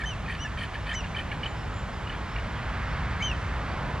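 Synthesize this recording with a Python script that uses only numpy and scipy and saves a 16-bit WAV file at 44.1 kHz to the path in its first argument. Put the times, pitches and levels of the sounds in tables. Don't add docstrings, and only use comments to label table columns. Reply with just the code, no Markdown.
import sys
import numpy as np
from scipy import signal
from scipy.fft import rfft, irfft, next_fast_len
from scipy.io import wavfile
from scipy.ndimage import map_coordinates

SR = 44100
rng = np.random.default_rng(int(sys.argv[2]) if len(sys.argv) > 2 else 0)


def log_audio(samples):
    frames = np.atleast_2d(samples).T
    limited = np.clip(frames, -1, 1)
    pcm = np.round(limited * 32767).astype(np.int16)
    wavfile.write(sys.argv[1], SR, pcm)


N = 176400
T = np.arange(N) / SR

# centre in seconds, pitch in Hz, relative level in dB.
CROAK_PIPS = [(0.003, 1840, -32), (0.02, 1830, -33), (0.024, 2250, -32.5), (0.264, 2470, -35.5),
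              (0.285, 1830, -31), (0.302, 2380, -31), (0.306, 1860, -29), (0.323, 1890, -32.5),
              (0.328, 3170, -38), (0.346, 1750, -36.5), (0.355, 2960, -40.5), (0.575, 1785, -34),
              (0.591, 3110, -33), (0.608, 1900, -35.5), (0.614, 3130, -33.5), (0.621, 1840, -31.5),
              (0.637, 3080, -35), (0.644, 1800, -33), (0.749, 2920, -36.5), (0.758, 1750, -30),
              (0.875, 1770, -35), (0.882, 1730, -30.5), (0.894, 1830, -32.5), (0.898, 3100, -32),
              (0.906, 1765, -33), (0.916, 1830, -30), (0.921, 3130, -31.5), (1.046, 2770, -34.5),
              (1.052, 1730, -34), (1.151, 2350, -30.5), (1.167, 1740, -35), (1.171, 3060, -28.5),
              (1.19, 2360, -32.5), (1.194, 3040, -30), (1.203, 1840, -31.5), (1.317, 2240, -32),
              (1.319, 2830, -34.5), (1.328, 1710, -31), (1.434, 2320, -32), (1.438, 2950, -28),
              (1.447, 1790, -35), (1.464, 3000, -27.5), (1.473, 1780, -36.5), (2.074, 2890, -35),
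              (2.1, 2940, -32.5), (2.104, 1750, -34), (2.128, 2920, -39), (2.151, 2350, -40),
              (2.364, 2350, -33), (2.365, 2810, -34.5), (2.375, 1900, -35.5), (2.389, 2800, -36)]


def amp(db):
    return 10 ** (np.asarray(db) / 20)


def unit(x):
    return x / np.sqrt(np.mean(x ** 2) + 1e-20)


def along(points, hz):
    knots_hz, values = np.transpose(points)
    return np.interp(np.log(hz + 1), np.log(knots_hz + 1), values)


def curves(rows):
    times_s, *columns = np.transpose(rows)
    return [np.interp(T, times_s, column) for column in columns]


def wobble(rate_hz, t):
    position = (t - t[0]) * rate_hz
    return map_coordinates(rng.standard_normal(4096), [position], mode="mirror")


def filtered(x, response):
    size = next_fast_len(N + SR // 4)
    return irfft(rfft(x, size) * response(np.fft.rfftfreq(size, 1 / SR)), size)[..., :N]


def noise(spectrum):
    # frequency in Hz, left-right correlation.
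    correlation = [(50, 1), (120, 1), (200, 0.93), (320, 0.4), (550, 0.89), (1200, 1), (3000, 1), (5000, 1),
                   (8000, .35)]

    def mid_side_gains(hz):
        angle = np.arccos(np.clip(along(correlation, hz), -1, 1)) / 2
        return amp(along(spectrum, hz)) * [np.cos(angle), np.sin(angle)]

    mid, side = filtered(rng.standard_normal((2, N)), mid_side_gains)
    return unit(np.array([mid + side, mid - side]))


def note(start_s, length_s, attack_s, release_s):
    i = np.flatnonzero((T >= start_s) & (T < start_s + length_s))
    t = T[i]
    ramp = np.minimum((t - start_s) / attack_s, (start_s + length_s - t) / release_s)
    return i, t, np.sin(np.pi / 2 * np.clip(ramp, 0, 1))


def phase(hz, t, jitter=0.012):
    unsteady_hz = hz * (1 + jitter * wobble(940, t))
    return 2 * np.pi * (rng.random() + np.cumsum(unsteady_hz) / SR)


def from_right(x, lag_s):
    return filtered(x, lambda hz: np.exp(1j * np.pi * hz * lag_s * np.array([[-1], [1]])))


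def squeals(end_hz=2513, flutter_hz=330, flutter_db=4, shimmer_db=1):
    # start, crest and end in seconds, crest pitch in Hz, arch exponent,
    # fundamental and octave levels at the crest in dB.
    calls = [(0.056, 0.081, .146, 3090, 1.9, -38.5, -45), (0.385, 0.427, .484, 3003, 1.38, -41, -43),
             (0.949, 0.965, 1.022, 3005, 2.7, -38.5, -39.5), (3.222, 3.251, 3.335, 3120, 1.65, -32, -40)]
    out = np.zeros(N)
    for start_s, crest_s, end_s, crest_hz, arch, db, octave_db in calls:
        i, t, env = note(start_s, end_s - start_s, attack_s=0.004, release_s=0.0054)
        sag = np.abs((t - crest_s) / (end_s - crest_s)) ** arch
        ph = phase(crest_hz - (crest_hz - end_hz) * sag, t, jitter=0.005)
        env = env * amp(flutter_db * np.sqrt(sag) * wobble(flutter_hz, t))
        third_db = -71 - 4 * sag + 3.5 * wobble(flutter_hz, t)
        harmonics_db = [db - 9.5 * sag, octave_db - 28.5 * sag, third_db]
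        for k, level_db in enumerate(harmonics_db, 1):
            gain = amp(level_db + shimmer_db * wobble(flutter_hz, t))
            out[i] += np.sqrt(2) * env * gain * np.sin(k * ph)
    return out


def slides():
    # start and length in seconds, first and last pitch in Hz, level and overtone gain in dB.
    glides = [(0.034, 0.02, 1613, 1894, -32, -3), (.446, 0.023, 1740, 1727, -34, -5),
              (.925, .029, 1553, 2240, -34.5, 1), (3.203, 0.03, 2113, 2390, -33, -1)]
    # frequency in Hz, gain in dB.
    bill_response = [(3500, -16), (4600, -25), (5400, -27), (7200, -22), (8300, -29), (10000, -47)]
    out = np.zeros(N)
    for start_s, length_s, from_hz, to_hz, db, overtones_db in glides:
        i, t, env = note(start_s, length_s, attack_s=0.005, release_s=0.0035)
        hz = from_hz + (to_hz - from_hz) * (t - start_s) / length_s
        ph = phase(hz, t, jitter=0.014)
        overtones = sum(amp(along(bill_response, k * hz)) * np.sin(k * ph) for k in range(2, 6))
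        out[i] += np.sqrt(2) * env * amp(db) * (np.sin(ph) + amp(overtones_db) * overtones)
    return out


def pips(edge_s=0.0046, stretch_per_db=0.035, trim_db=-1, octave_db=-32):
    out = np.zeros(N)
    for centre_s, hz, db in CROAK_PIPS:
        length_s = 0.0115 * np.exp(stretch_per_db * (db + 32))
        i, t, env = note(centre_s - length_s / 2, length_s, edge_s, edge_s)
        ph = phase(hz, t)
        out[i] += amp(db + trim_db) * env * (np.sin(ph) + amp(octave_db) * np.sin(2 * ph))
    return out


def throat_ring(age_s, rise_s=0.0009, t60_s=0.014, pitch_spread=0.036, spread_db=3.5):
    # resonance in Hz, relative level in dB.
    modes = [(1800, 1.5), (2380, 2), (3080, -3.5), (3600, -10), (4400, -11)]
    hz, mode_db = np.transpose(modes)[:, :, None]
    detune, vary = rng.standard_normal((2, len(modes), 1))
    decay = amp(mode_db + spread_db * vary - 60 * age_s / t60_s)
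    rings = decay * np.sin(2 * np.pi * hz * (1 + pitch_spread * detune) * age_s)
    return rings.sum(0) * (1 - np.exp(-age_s / rise_s))


def rasp(pulse_hz=330, flare_gain=0.45, flare_lead_s=0.0047, flare_width_s=0.0037, air_rough_db=5):
    # start and length in seconds, rasp and air levels in dB.
    croaks = [(-.01, 0.04, -42, -64), (0.274, 0.098, -41.5, -63), (.568, 0.098, -41, -59.5),
              (0.733, 0.038, -42.5, -66), (0.858, 0.089, -40, -62), (1.029, 0.056, -47, -76),
              (1.146, 0.085, -42, -65), (1.312, 0.04, -43, -74), (1.428, 0.065, -41, -69),
              (2.07, 0.09, -45.5, -89), (2.357, 0.049, -46.5, -80)]
    # frequency in Hz, gain in dB.
    air_spectrum = [(3000, -25), (4500, 3), (7000, -1), (8500, 5.5), (10500, 1), (13000, -16)]
    out, air_env = np.zeros((2, N))
    age_s = T[:SR // 40]
    for start_s, length_s, db, air_db in croaks:
        i, t, env = note(start_s, length_s, attack_s=0.009, release_s=0.009)
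        rattle = np.zeros(len(t) + len(age_s))
        for pulse in range(int(length_s * pulse_hz)):
            pulse_s = start_s + (pulse + rng.random()) / pulse_hz
            onset = np.searchsorted(t, pulse_s)
            rattle[onset:onset + len(age_s)] += throat_ring(age_s) * (pulse_s > 0)
        flares = [np.exp(-((t - pip_s + flare_lead_s) / flare_width_s) ** 2)
                  for pip_s, _, _ in CROAK_PIPS]
        emphasis = 1 + flare_gain * np.max(flares, axis=0)
        out[i] += amp(db) * env * unit(rattle[:len(t)] * emphasis)
        roughness = unit(amp(air_rough_db * np.tanh(wobble(pulse_hz, t))))
        air_env[i] += amp(air_db) * np.sin(np.pi * (t - start_s) / length_s) * roughness
    return out + air_env * noise(air_spectrum)[0]


def voice_breaks(low_hz=2125, high_hz=2990):
    # start and length in seconds, level in dB.
    overlaps = [(0.938, 0.018, -48), (3.223, 0.016, -55)]
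    out = np.zeros(N)
    for start_s, length_s, db in overlaps:
        i, t, env = note(start_s, length_s, attack_s=0.004, release_s=0.003)
        low, high = phase(low_hz, t), phase(high_hz, t)
        out[i] += amp(db) * env * (np.sin(high + low) + np.sin(3 * low) + np.sin(high + 2 * low))
    return out


def small_bird(flutter_hz=132, flutter_db=3.6):
    # start and length in seconds, first and last pitch in Hz, relative level in dB.
    chirps = [(0.794, 0.065, 5220, 5170, -63), (1.451, 0.07, 7560, 6950, -61),
              (1.55, 0.08, 5250, 5140, -60), (1.705, 0.12, 7000, 7300, -65), (1.925, 0.05, 5100, 4980, -58),
              (2.256, 0.11, 4750, 5620, -62), (2.549, 0.051, 3560, 2600, -51),
              (2.843, .12, 5500, 5200, -65), (3.34, 0.091, 5200, 5030, -64),
              (3.685, 0.047, 4450, 4730, -55)]
    out = np.zeros(N)
    for start_s, length_s, from_hz, to_hz, db in chirps:
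        i, t, env = note(start_s, length_s, attack_s=length_s / 2, release_s=0.0081)
        hz = from_hz + (to_hz - from_hz) * (t - start_s) / length_s
        out[i] += env * amp(db + flutter_db * wobble(flutter_hz, t)) * np.sin(phase(hz, t))
    return out


def echo(x, t60_s=1.05, rise_s=0.015):
    t = T[:SR // 2]
    tail = rng.standard_normal((2, len(t))) * amp(-60 * t / t60_s) * (1 - np.exp(-t / rise_s))
    return signal.fftconvolve(x[None], tail / np.linalg.norm(tail[0]), axes=1)[:, :N]


def traffic(low_trim_db=2, high_trim_db=1.5, pan_db=1, air_db=-51):
    # time in seconds, relative levels of the low and high hiss in dB.
    hiss_levels = [(0, -46, -45.5), (.6, -46, -45), (1.3, -43, -44), (1.9, -43.5, -44), (2.4, -43.5, -42),
                   (2.92, -43, -38.5), (3.4, -43.5, -40.5), (3.85, -39, -39.5), (4, -40, -42)]
    # time in seconds, level in dB.
    rumble_levels = [(0, -34.5), (.7, -35), (1.3, -34), (2.3, -34), (3.2, -31), (3.65, -34), (4, -31.5)]
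    # frequency in Hz, gain in dB.
    low_spectrum = [(100, -8), (250, -0.5), (400, -2), (550, 0), (800, 1), (1050, 0.5), (1500, -12.5),
                    (3000, -35), (9000, -89)]
    high_spectrum = [(500, -18.5), (900, -6.5), (1200, 1), (1700, -.5), (2200, -4.5), (3000, -14),
                     (4000, -18), (6000, -29), (13000, -82)]
    rumble_spectrum = [(15, -34), (30, -8), (42, -3), (54, 2.5), (68, -2), (110, -3), (185, -9.5),
                       (300, -20), (450, -27), (900, -94)]
    air_spectrum = [(1500, -7), (3000, 4.5), (4500, -5), (6000, -9), (7200, -9), (8500, -16), (10000, -19),
                    (12700, -26), (13300, -42)]
    low_db, high_db = curves(hiss_levels)
    rumble_db, = curves(rumble_levels)
    low_hiss = amp(low_db + low_trim_db) * noise(low_spectrum)
    high_hiss = amp(high_db + high_trim_db) * noise(high_spectrum)
    tyres = (low_hiss + high_hiss) * amp([[-pan_db], [pan_db]])
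    engines = amp(rumble_db) * noise(rumble_spectrum)
    return tyres + engines + amp(air_db) * noise(air_spectrum)


def scene():
    hornbills = squeals() + slides() + pips() + rasp() + voice_breaks()
    far_bird = small_bird()
    direct = from_right(hornbills, lag_s=1e-5) * amp([[-0.2], [0.2]]) + amp(1) * far_bird
    scatter = echo(amp(-17) * hornbills + amp(-1.5) * far_bird)
    return direct + scatter + from_right(traffic(), lag_s=4e-5)


def record(dry):
    return filtered(dry, lambda hz: hz < 13400)


dry = scene()
out = record(dry)
log_audio(out)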